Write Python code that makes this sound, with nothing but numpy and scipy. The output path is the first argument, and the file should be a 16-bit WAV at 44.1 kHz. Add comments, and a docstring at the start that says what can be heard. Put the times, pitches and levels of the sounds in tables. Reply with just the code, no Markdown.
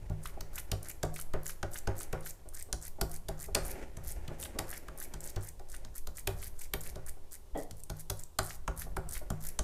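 """Over faint room air and a low scuff comes a soft thump: a flat wet hand pats raw minced meat
in a round metal tray on a wooden table in a quiet kitchen. Each pat is noise bursts and popping grains
for the slap, with struck resonators for tray and table; lifting the hand peels sticky threads off in a
crackle of short ringing clicks. Rubbed grains make the tray scuff on the wood, a damped knock sounds
further off, and slow noise below hearing is the sway of the hand-held microphone."""
import sys
import numpy as np
from scipy import signal
from scipy.fft import rfft, irfft
from scipy.io import wavfile

SR = 44100
rng = np.random.default_rng(int(sys.argv[2]) if len(sys.argv) > 2 else 0)


def dump_mix(stems):
    """Bounce the given channels to the path in sys.argv[1] as a 16-bit WAV at rate SR."""
    frames = np.atleast_2d(stems).T  # one column per channel
    limited = np.clip(frames, -1, 1)  # hard clip at full scale
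    pcm = np.round(limited * 32767).astype(np.int16)
    wavfile.write(sys.argv[1], SR, pcm)


N = 424683   # length [samples]

# Table legs and top rocking: (frequency [Hz], relative level [dB], free decay t60 [s])
TABLE_ROCKING = [(43.2, -12.5, 0.25), (53.8, 4, 0.2)]
# Table top bending: (frequency [Hz], relative level [dB], free decay t60 [s])
TABLE_BENDING = [(98.95, 1, 0.31), (130, -6, 0.2), (154.4, -2.5, 0.38), (209.7, -1, 0.1)]
# Metal tray: (frequency [Hz], relative level [dB], free decay t60 [s])
TRAY_MODES = [(233, -5.5, 0.1), (277, -10.5, 0.19), (335.6, -5.5, 0.15), (382.2, 5, 0.091),
              (450.5, 1, 0.055), (531.7, -5.5, 0.28), (582, -4.5, 0.11), (626.5, 6, 0.036),
              (733.3, 5, 0.039), (817, -3, 0.08), (933, -14.5, 0.17), (1137, -8.5, 0.1), (1440, -12, 0.12),
              (1750, -52, 0.025)]
# Hand peels off: (start [s], length [s], crackle level [dB], squelch level [dB])
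PEELS = [(0.219, 0.08, -55, -63), (0.529, 0.076, -49.5, -57.5), (0.822, 0.092, -52, -58),
         (1.135, 0.089, -51.5, -64.5), (1.442, 0.084, -49.5, -61.5), (1.711, 0.076, -50.5, -59.5),
         (1.954, 0.088, -49.5, -61), (2.225, 0.084, -50, -60), (2.526, 0.091, -52, -60),
         (2.81, 0.071, -50, -60.5), (3.088, 0.082, -53.5, -64.5), (3.37, 0.088, -51, -60),
         (3.628, 0.096, -50, -59.5), (4.035, 0.087, -49.5, -62), (4.386, 0.076, -49.5, -74),
         (4.666, 0.11, -51.5, -55), (4.976, 0.077, -52.5, -58.5), (5.206, .1, -52.5, -62.5),
         (5.406, .09, -53.5, -64), (5.686, 0.084, -54.5, -68), (5.941, 0.044, -52, -61),
         (6.146, 0.063, -52, -65), (6.362, 0.12, -51, -64), (6.554, .105, -53.5, -68),
         (6.808, 0.091, -50.5, -62.5), (7.063, 0.034, -51.5, -58.5), (7.311, 0.051, -53, -65.5),
         (7.552, 0.082, -57, -64), (7.769, 0.037, -62.5, -78), (7.959, 0.056, -53.5, -68),
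         (8.156, 0.074, -58, -70), (8.415, 0.14, -50, -65), (8.76, 0.081, -50, -60),
         (9.087, .1, -47.5, -59.5), (9.405, 0.094, -49, -59)]
LANDING_S = 0.005   # first finger to last


def from_db(db):
    """Amplitude follows level logarithmically: 20 dB is a factor of ten."""
    return 10 ** (np.asarray(db) / 20)


def rms_one(x):
    """Normalisation: scales a signal to an effective value of 1."""
    return x / np.sqrt(np.mean(x ** 2) + 1e-20)


def in_time(rows):
    """Linear interpolation: each column after the time becomes one value per sample."""
    s, *columns = np.transpose(rows)
    return [np.interp(np.arange(N) / SR, s, c) for c in columns]


def band(x, low_hz, high_hz):
    """Band limitation: a Butterworth filter passes one range of frequencies."""
    sos = signal.butter(2, [low_hz, high_hz], "band", fs=SR, output="sos")
    return signal.sosfilt(sos, x + 1e-18)


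def colour(x, spectrum):
    """Minimum phase: a short filter follows the spectrum; white noise keeps its rms."""
    hz, db = np.transpose(spectrum)
    grid = np.linspace(1, SR / 2, 2049)
    magnitude = from_db(np.interp(np.log(grid), np.log(hz), db))
    cepstrum = irfft(np.log(magnitude))
    # folding the cepstrum onto positive times makes the filter causal
    cepstrum[1:2048] *= 2
    cepstrum[2049:] = 0
    pulse = irfft(np.exp(rfft(cepstrum)))
    return signal.oaconvolve(x, pulse / np.sqrt(np.sum(pulse ** 2)))[:N]


def ring(clicks, hz, t60):
    """Damped resonance: a unit click starts a decaying sine of height 1."""
    r, w = from_db(-60 / (t60 * SR)), 2 * np.pi * hz / SR
    return signal.lfilter([0, np.sin(w)], [1, -2 * r * np.cos(w), r * r], clicks + 1e-18)


def grains(per_s, spread_db):
    """Shot noise: chance clicks of uneven size and sign; rms 1."""
    sizes = from_db(spread_db * np.minimum(rng.exponential(1, N), 4))
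    signs = rng.choice([-1, 1], N)
    return rms_one(sizes * signs * (rng.random(N) < per_s / SR))


def pops(per_s, spread_db, low_hz, high_hz, cycles):
    """Granular resonance: shot noise dealt to twelve pitches, each decaying 60 dB in some cycles; rms 1."""
    clicks, dealt = grains(per_s, spread_db), rng.integers(0, 12, N)
    pitches = np.geomspace(low_hz, high_hz, num=12)
    return rms_one(sum(ring(clicks * (dealt == k), hz, cycles / hz) * hz for k, hz in enumerate(pitches)))


def swell(seconds, db, rise_s, fall_s):
    """Exponential build-up and decay: an envelope with the given peak follows each moment."""
    marks = np.zeros(N)
    marks[np.minimum((np.asarray(seconds) * SR).astype(int), N - 1)] = from_db(db)
    t = np.arange(SR // 4) / SR
    shape = (1 - np.exp(-t / rise_s)) * np.exp(-t / fall_s)
    return np.maximum(signal.oaconvolve(marks, shape / shape.max())[:N], 0)


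def burst(seconds, db, hold_s, rise_s, fall_s):
    """Finite contact time: an envelope rises, holds and dies away after each moment."""
    out, t = np.zeros(N + SR), np.arange(SR // 8) / SR
    shape = np.minimum(t / rise_s, 1) * np.exp(-np.maximum(t - hold_s, 0) / fall_s)   # hold includes rise
    for s, level_db in zip(seconds, db):
        start = int(s * SR)
        out[start:start + len(t)] += from_db(level_db) * shape
    return out[:N]


def ticks(rows, cycles, spray, spray_s, low_hz, high_hz):
    """Impulsive release: each tick peaks after the given cycles and dies away, with a spray of noise."""
    out, t = np.zeros(N + 600), np.arange(600) / SR
    for (s, db, hz), noise in zip(rows, rng.standard_normal((len(rows), 600))):
        age = t * hz / cycles
        tone = np.sin(2 * np.pi * hz * t) * np.e * age * np.exp(-age)
        spray_envelope = np.e * t / spray_s * np.exp(-t / spray_s)
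        mist = spray * band(noise * spray_envelope, low_hz, high_hz)
        start = int(s * SR)
        out[start:start + 600] += from_db(db) * (tone + mist)
    return out[:N]


def strike(modes, seconds, db, contact_s):
    """Modal excitation: a soft, noisy push reaches every mode with a strength of its own."""
    push = swell(seconds, db, contact_s / 4, contact_s) / np.sqrt(contact_s * SR)
    return sum(ring(from_db(mode_db) * push * rng.standard_normal(N), hz, t60) for hz, mode_db, t60 in modes)


def thud(modes, seconds, db, contact_s):
    """Modal impulse response: a smooth push moves low modes in fixed phase, varying by a few dB."""
    out, width = 0, int(contact_s * SR)
    for hz, mode_db, t60 in modes:
        push = np.zeros(N)
        push[(seconds * SR).astype(int)] = from_db(db + mode_db + rng.normal(0, 4.6, len(db)))
        smooth_push = signal.oaconvolve(push, np.hanning(width) * 2 / width)[:N]
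        out = out - ring(smooth_push, hz, t60)
    return out


def room_tone():
    """Stationary noise: the quiet room is white noise shaped by a fixed spectrum."""
    # Room tone: (frequency [Hz], relative spectral density [dB per Hz])
    air_spectrum = [(35, -31), (60, 2.5), (200, -24.5), (380, -17), (750, -25), (1000, -23), (1900, -46),
                    (2900, -35), (7500, -35), (12000, -35.5), (15000, -39), (16500, -80)]
    return from_db(-60.5) * colour(rng.standard_normal(N), air_spectrum)


def sway():
    """Infrasound: slow pressure swings below hearing, from the hand that holds the microphone."""
    # Microphone sway: (time [s], level [dB])
    sway_levels = [(0, -38), (.5, -45), (1.2, -38), (4.1, -44), (4.9, -43), (6.5, -39), (8, -45),
                   (9.63, -38.5)]
    return from_db(in_time(sway_levels)[0]) * rms_one(band(rng.standard_normal(N), 6.3, 13.4))


def kitchen(x):
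    """Diffuse reverberation: dense echoes as decaying noise, the treble dying away sooner."""
    low_t60_s, treble_t60_s, crossover_hz = 0.53, 0.3, 1660
    t = np.arange(SR // 2) / SR
    noise = rng.standard_normal(SR // 2) * np.minimum(t / 0.0041, 1)
    low = signal.sosfilt(signal.butter(2, crossover_hz, fs=SR, output="sos"), noise)
    echoes = low * from_db(-60 * t / low_t60_s) + (noise - low) * from_db(-60 * t / treble_t60_s)
    return signal.oaconvolve(x, echoes / np.sqrt(np.sum(echoes ** 2)))[:N]


def far_knock():
    """Damped modes: a muffled knock elsewhere in the room, with a dip in air pressure just before it."""
    # Body knocked far off: (frequency [Hz], relative level [dB], decay t60 [s])
    far_modes = [(253, 0, 0.048), (308, 2.5, 0.057), (420, 0, 0.056), (470, -9, 0.044), (550, -3.5, 0.074),
                 (620, -2, 0.041), (680, -2.5, 0.048), (794, 2, 0.028), (870, -8, 0.032),
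                 (1020, -17, 0.033), (1860, -13, 0.046), (1949, -17, 0.12), (3300, -15, 0.023)]
    # Door-like pull on the room air, one row: (centre [s], 1/e half-width [s], depth [dB])
    pressure_dip = 7.542, .006, -28
    s, width_s, db = pressure_dip
    dip = from_db(db) * np.exp(-((np.arange(N) / SR - s) / width_s) ** 2)
    return strike(far_modes, [7.545], -31, contact_s=0.035), -dip


def shifting():
    """Stick-slip friction: uneven rubbing on the wood feeds the same tray and table modes."""
    # Tray drags on the wood: (time [s], scuff level [dB], table rumble level [dB])
    drags = [(0, -59, -44.5), (.48, -58.5, -49.5), (1.69, -64, -57.5), (2.04, -56, -53), (2.45, -66, -57),
             (3.45, -67, -46.5), (3.66, -48.5, -40), (3.82, -46, -50), (3.92, -60, -49), (4.13, -54.5, -42),
             (4.55, -52, -50.5), (4.9, -56.5, -54), (5.3, -56, -52.5), (5.55, -70, -54), (5.85, -58, -51),
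             (6.11, -79, -63), (6.3, -65, -42.5), (6.7, -65, -55), (6.92, -58, -46), (7.3, -68, -59),
             (8.37, -74, -60.5), (8.93, -63.5, -40), (9.63, -58.5, -56)]
    scuff_db, rumble_db = in_time(drags)
    grip = from_db(1.4 * rms_one(band(rng.standard_normal(N), 5.7, 31)))   # the contact sticks and slips
    rub = grip * grains(4000, spread_db=3.0)

    # under rubbing the modes ring for only a share of their free decay
    scuff = rms_one(sum(from_db(db) * ring(rub, hz, t60 * 0.5) for hz, db, t60 in TRAY_MODES))
    scuff = scuff + 0.47 * rms_one(band(rub, 770, 2240)) + 0.17 * rms_one(band(rub, 1530, 7900))
    rocking = rms_one(sum(from_db(db) * ring(rub, hz, t60 * 0.28) for hz, db, t60 in TABLE_ROCKING))
    bending = rms_one(sum(from_db(db) * ring(rub, hz, t60 * 0.22) for hz, db, t60 in TABLE_BENDING))
    return from_db(scuff_db) * scuff + from_db(rumble_db) * (rocking + 0.16 * bending)


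def nudges():
    """Modal excitation: the steadying hand or a sleeve nudges the tray into ringing."""
    # Nudges: (time [s], drive level [dB])
    nudge_rows = [(0.368, -50.5), (2.454, -55), (2.685, -54), (2.982, -48.5), (3.481, -48), (4.303, -46.5),
                  (4.552, -44), (5.599, -56), (5.845, -60), (7.167, -59.5), (8.863, -53.5), (9.212, -48.5)]
    return strike(TRAY_MODES, *np.transpose(nudge_rows), contact_s=0.01)


def tearing(level_db):
    """Progressive rupture: tearing grows louder, levels off and stops as the hand comes free."""
    build_share, build_db, let_go_s = 0.51, 8, 0.0067   # share of the peel spent rising; rise; final decay
    out, t = np.zeros(N + SR), np.arange(SR // 4) / SR
    for (s, length_s), db in zip(np.array(PEELS)[:, :2], level_db):
        rise = from_db(db + build_db * np.minimum(t / (build_share * length_s) - 1, 0))
        release = np.exp(-np.maximum(t - length_s, 0) / let_go_s)
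        start = int(s * SR)
        out[start:start + len(t)] += rise * release
    return out[:N]


def squelch():
    """Cavity resonance: grains in the air gap under the palm climb in pitch as the gap opens."""
    # Air gap pitch, one row: (as it starts to open [Hz], when it is open [Hz])
    cavity_hz = 1250, 2126
    start, length_s = np.transpose(PEELS)[:2]
    moments = np.ravel(np.transpose([start, start + length_s]))
    hz = np.interp(np.arange(N) / SR, np.maximum.accumulate(moments), np.tile(cavity_hz, len(start)))
    # low-passed grains on two quadrature carriers make a band around the moving pitch
    breadth = signal.butter(2, 380, fs=SR, output="sos")
    turn = 2 * np.pi * np.cumsum(hz) / SR
    a, b = (signal.sosfilt(breadth, grains(600, spread_db=3.0)) for _ in "ab")
    return rms_one(a * np.cos(turn) + b * np.sin(turn))


def chance_snaps():
    """Random rupture: three more snaps in each peel, at chance moments and pitches."""
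    over_crackle_db, spread_db, low_hz, high_hz = 19, -0.5, 7500, 13000
    s, length_s, crackle_db = np.repeat(PEELS, 3, axis=0).T[:3]
    when, size, pitch = rng.random((len(s), 3)).T
    snap_db = crackle_db + over_crackle_db + spread_db * (2 * size - 1)
    snap_hz = low_hz * (high_hz / low_hz) ** pitch
    return np.transpose([s + when * length_s, snap_db, snap_hz])


def peel():
    """Adhesive rupture: fat threads tear as fine crackle, trapped air squelches, snaps and smacks stand out."""
    # Crackle: (frequency [Hz], relative spectral density [dB per Hz])
    crackle_spectrum = [(2000, -34), (3000, -14), (4500, -7), (6500, -2), (8500, -2), (11800, 0),
                        (14500, -6), (15800, -14), (16600, -40)]
    # Sticky threads snap: (time [s], tone peak level [dB], pitch [Hz])
    thread_snaps = [(0.5576, -29, 11800), (0.8859, -30, 10390), (0.8974, -28.5, 11600), (1.0504, -37, 8140),
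                    (1.1403, -38, 11500), (1.1603, -30, 9230), (1.1992, -29, 11500), (1.2152, -30, 10900),
                    (1.4326, -36, 11600), (1.4656, -24.5, 7140), (1.4784, -27, 10800), (1.506, -32, 11800),
                    (1.7424, -28, 9900), (1.7878, -29.5, 7800), (2.0014, -31, 8480), (2.2079, -38.5, 9400),
                    (2.2692, -32, 8660), (2.3077, -31, 7400), (2.4887, -34.5, 9160), (2.6254, -27, 8440),
                    (2.8724, -41, 11200), (3.1148, -33, 9370), (3.4007, -34, 7660), (3.6501, -31, 8820),
                    (3.6985, -36, 10200), (3.7134, -26.5, 11700), (4.0886, -29, 11000),
                    (4.4004, -30, 10800), (4.4268, -31, 8230), (4.4373, -27.5, 8060), (4.6828, -42, 11100),
                    (4.7132, -27.5, 10900), (4.7767, -30, 11600), (5.001, -26.5, 10700),
                    (5.026, -27.5, 12200), (5.206, -31.5, 7760), (5.2754, -31, 8000), (5.3002, -33, 8030),
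                    (5.4096, -44, 7810), (5.4266, -39, 8430), (5.4892, -32, 8190), (5.9818, -30.5, 11270),
                    (6.4203, -35, 11600), (6.6189, -30, 11600), (6.8678, -39, 10700), (7.8361, -31, 8750),
                    (8.1953, -33.5, 7440), (8.2362, -30, 7700), (8.4497, -31, 11300), (8.7764, -30, 10700),
                    (8.7959, -26.5, 11000), (9.1107, -29, 9200), (9.1426, -30.5, 11300),
                    (9.1674, -36.5, 11900), (9.4404, -40, 11900), (9.4674, -28, 12100),
                    (9.4893, -26.5, 10600)]
    # Suction pockets under the palm open with a smack: (time [s], tone peak level [dB], pitch [Hz])
    pockets = [(0.2564, -32.5, 1260), (0.5796, -31, 2570), (0.8993, -42, 2280), (1.1624, -35.5, 2320),
               (1.191, -37.5, 1390), (1.4618, -39, 1780), (1.495, -36.5, 1520), (1.7572, -34.5, 1680),
               (2.0073, -38, 1340), (2.2629, -38.5, 1660), (4.4277, -34, 3460), (4.453, -35, 3370),
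               (4.7282, -34, 1760), (4.7427, -41, 1810), (5.0142, -40, 1640), (5.7425, -39.5, 1600),
               (6.1818, -41.5, 1983), (6.4277, -38, 2100), (6.6143, -43, 2220), (6.8633, -42, 2330),
               (8.506, -35, 1890), (8.8186, -36, 1750), (9.1538, -36, 1970), (9.1673, -36, 1800)]
    crackle_db, squelch_db = np.transpose(PEELS)[2:]
    threads = pops(2200, spread_db=5.5, low_hz=2750, high_hz=16600, cycles=5.8)
    crackle = tearing(crackle_db) * rms_one(colour(threads, crackle_spectrum))
    suction = tearing(squelch_db) * squelch()
    all_snaps = [*thread_snaps, *chance_snaps()]
    snaps = ticks(all_snaps, cycles=1.56, spray=0.27, spray_s=0.0012, low_hz=5830, high_hz=15100)
    smacks = ticks(pockets, cycles=0.86, spray=0.65, spray_s=0.0029, low_hz=860, high_hz=4100)
    return crackle + suction + snaps + smacks


def claps(seconds, db, pitch_hz):
    """Air expulsion: air trapped under the cupped palm bursts out in a noise band around its own pitch."""
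    width = 1.49   # the band spans the pitch divided and multiplied by this
    out, puffs = np.zeros(N + 2000), rng.standard_normal((len(seconds), 2000))
    for s, hz, puff in zip(seconds, pitch_hz, puffs):
        start = int(s * SR)
        out[start:start + 2000] = rms_one(band(puff, hz / width, hz * width))
    return out[:N] * burst(seconds, db, LANDING_S, rise_s=0.0027, fall_s=0.0013)


def pats():
    """Impact on coupled bodies: fingers land over milliseconds; meat, tray and table answer later and longer."""
    # Hand lands: (time [s], slap level [dB], cupped-air clap level [dB], clap pitch [Hz],
    # squish level [dB], tray drive level [dB], table drive level [dB])
    landings = [(0.096, -56, -63, 1200, -70, -47.5, -34.5), (0.406, -41.5, -47.5, 1200, -67, -58.5, -45.5),
                (0.7146, -33, -36.5, 2420, -56, -42, -38), (1.0287, -36.5, -39.5, 1240, -51.5, -37.5, -31),
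                (1.3337, -40.5, -41.5, 1140, -46.5, -38.5, -37.5), (1.6266, -41, -37, 1200, -54, -40, -40),
                (1.8708, -38.5, -35.5, 1260, -47, -35.5, -36), (2.126, -42, -41.5, 1660, -47, -39, -35.5),
                (2.7261, -32, -42.5, 1150, -64, -48, -38.5), (3.011, -28, -32, 850, -58, -38, -34),
                (3.2837, -36.5, -46, 910, -54.5, -43, -37.5),
                (3.547, -23, -31.5, 2730, -40.5, -34.5, -38.5), (3.9674, -51, -55, 1490, -59, -58, -42),
                (4.2764, -48, -48.5, 2770, -55, -57, -40.5), (4.5862, -28.5, -34.5, 1780, -52, -39, -41),
                (4.8812, -46.5, -45.5, 1230, -66, -53.5, -45), (5.1363, -40, -48, 900, -60, -53.5, -42),
                (5.3597, -40.5, -53, 900, -53.5, -45.5, -37.5), (5.5932, -56, -58, 1190, -76, -58, -63),
                (5.8466, -49.5, -59.5, 1210, -81, -69, -47), (6.069, -42, -50, 900, -65, -55, -46.5),
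                (6.2706, -29.5, -33, 2080, -51.5, -39.5, -39.5),
                (6.7346, -28.5, -33, 2000, -57, -42, -33.5), (6.955, -49, -50.5, 905, -59.5, -48, -38.5),
                (7.708, -48.5, -55.5, 2300, -74, -73, -46.5), (7.8967, -39.5, -44, 920, -59.5, -50, -37),
                (8.098, -27, -44, 910, -62, -43.5, -37.5), (8.3861, -27.5, -27, 980, -47, -40, -37.5),
                (8.6758, -38.5, -31, 1130, -57, -41, -39), (8.9647, -41, -34.5, 1070, -56, -42.5, -40),
                (9.3009, -41.5, -38.5, 930, -58, -44.5, -33), (9.5883, -34, -39.5, 1310, -61, -43.5, -34.5)]
    # Slap: (frequency [Hz], relative spectral density [dB per Hz])
    slap_spectrum = [(1500, 1), (2500, -5), (3400, -2), (5000, -1), (7200, 1.5), (10500, -2.5), (15000, -6),
                     (16500, -48)]
    s, slap_db, clap_db, clap_hz, squish_db, tray_db, table_db = np.transpose(landings)

    contacts = pops(2500, spread_db=3.0, low_hz=3120, high_hz=15200, cycles=8.9)
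    contacts = rms_one(colour(contacts, slap_spectrum))
    slap = contacts * burst(s, slap_db, LANDING_S, rise_s=0.0028, fall_s=0.0013)
    clap = claps(s + 0.00156, clap_db, clap_hz)
    # meat squeezed aside under the palm
    flesh = pops(2500, spread_db=3.0, low_hz=750, high_hz=1900, cycles=7.0)
    squish = flesh * swell(s + LANDING_S, squish_db, rise_s=0.002, fall_s=0.041)

    tray = strike(TRAY_MODES, s + 0.0023, tray_db, contact_s=0.013)
    bending = thud(TABLE_BENDING, s + 0.0043, table_db, contact_s=0.0047)
    rocking = thud(TABLE_ROCKING, s + 0.0044, table_db + 2, contact_s=0.0078)   # driven 2 dB harder
    return slap + clap + squish, tray + bending + rocking


def scene():
    """Superposition: direct sounds add to their reverberation; the bodies feed the room in mid-band only."""
    knock, dip = far_knock()
    slaps, bodies = pats()
    bodies = bodies + nudges()
    bright = slaps + peel()
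    room = from_db(-10) * kitchen(bright + band(bodies, 177, 2400) + knock)
    background = room_tone() + sway() + dip + shifting()
    return (background + knock + room + bodies + bright)[None]


def record(dry):
    """Band limitation: a steep low-pass leaves almost nothing above 16.6 kHz."""
    return signal.sosfilt(signal.cheby2(12, 70, 16600, fs=SR, output="sos"), dry)   # 70 dB down there


dry = scene()
out = record(dry)
dump_mix(out)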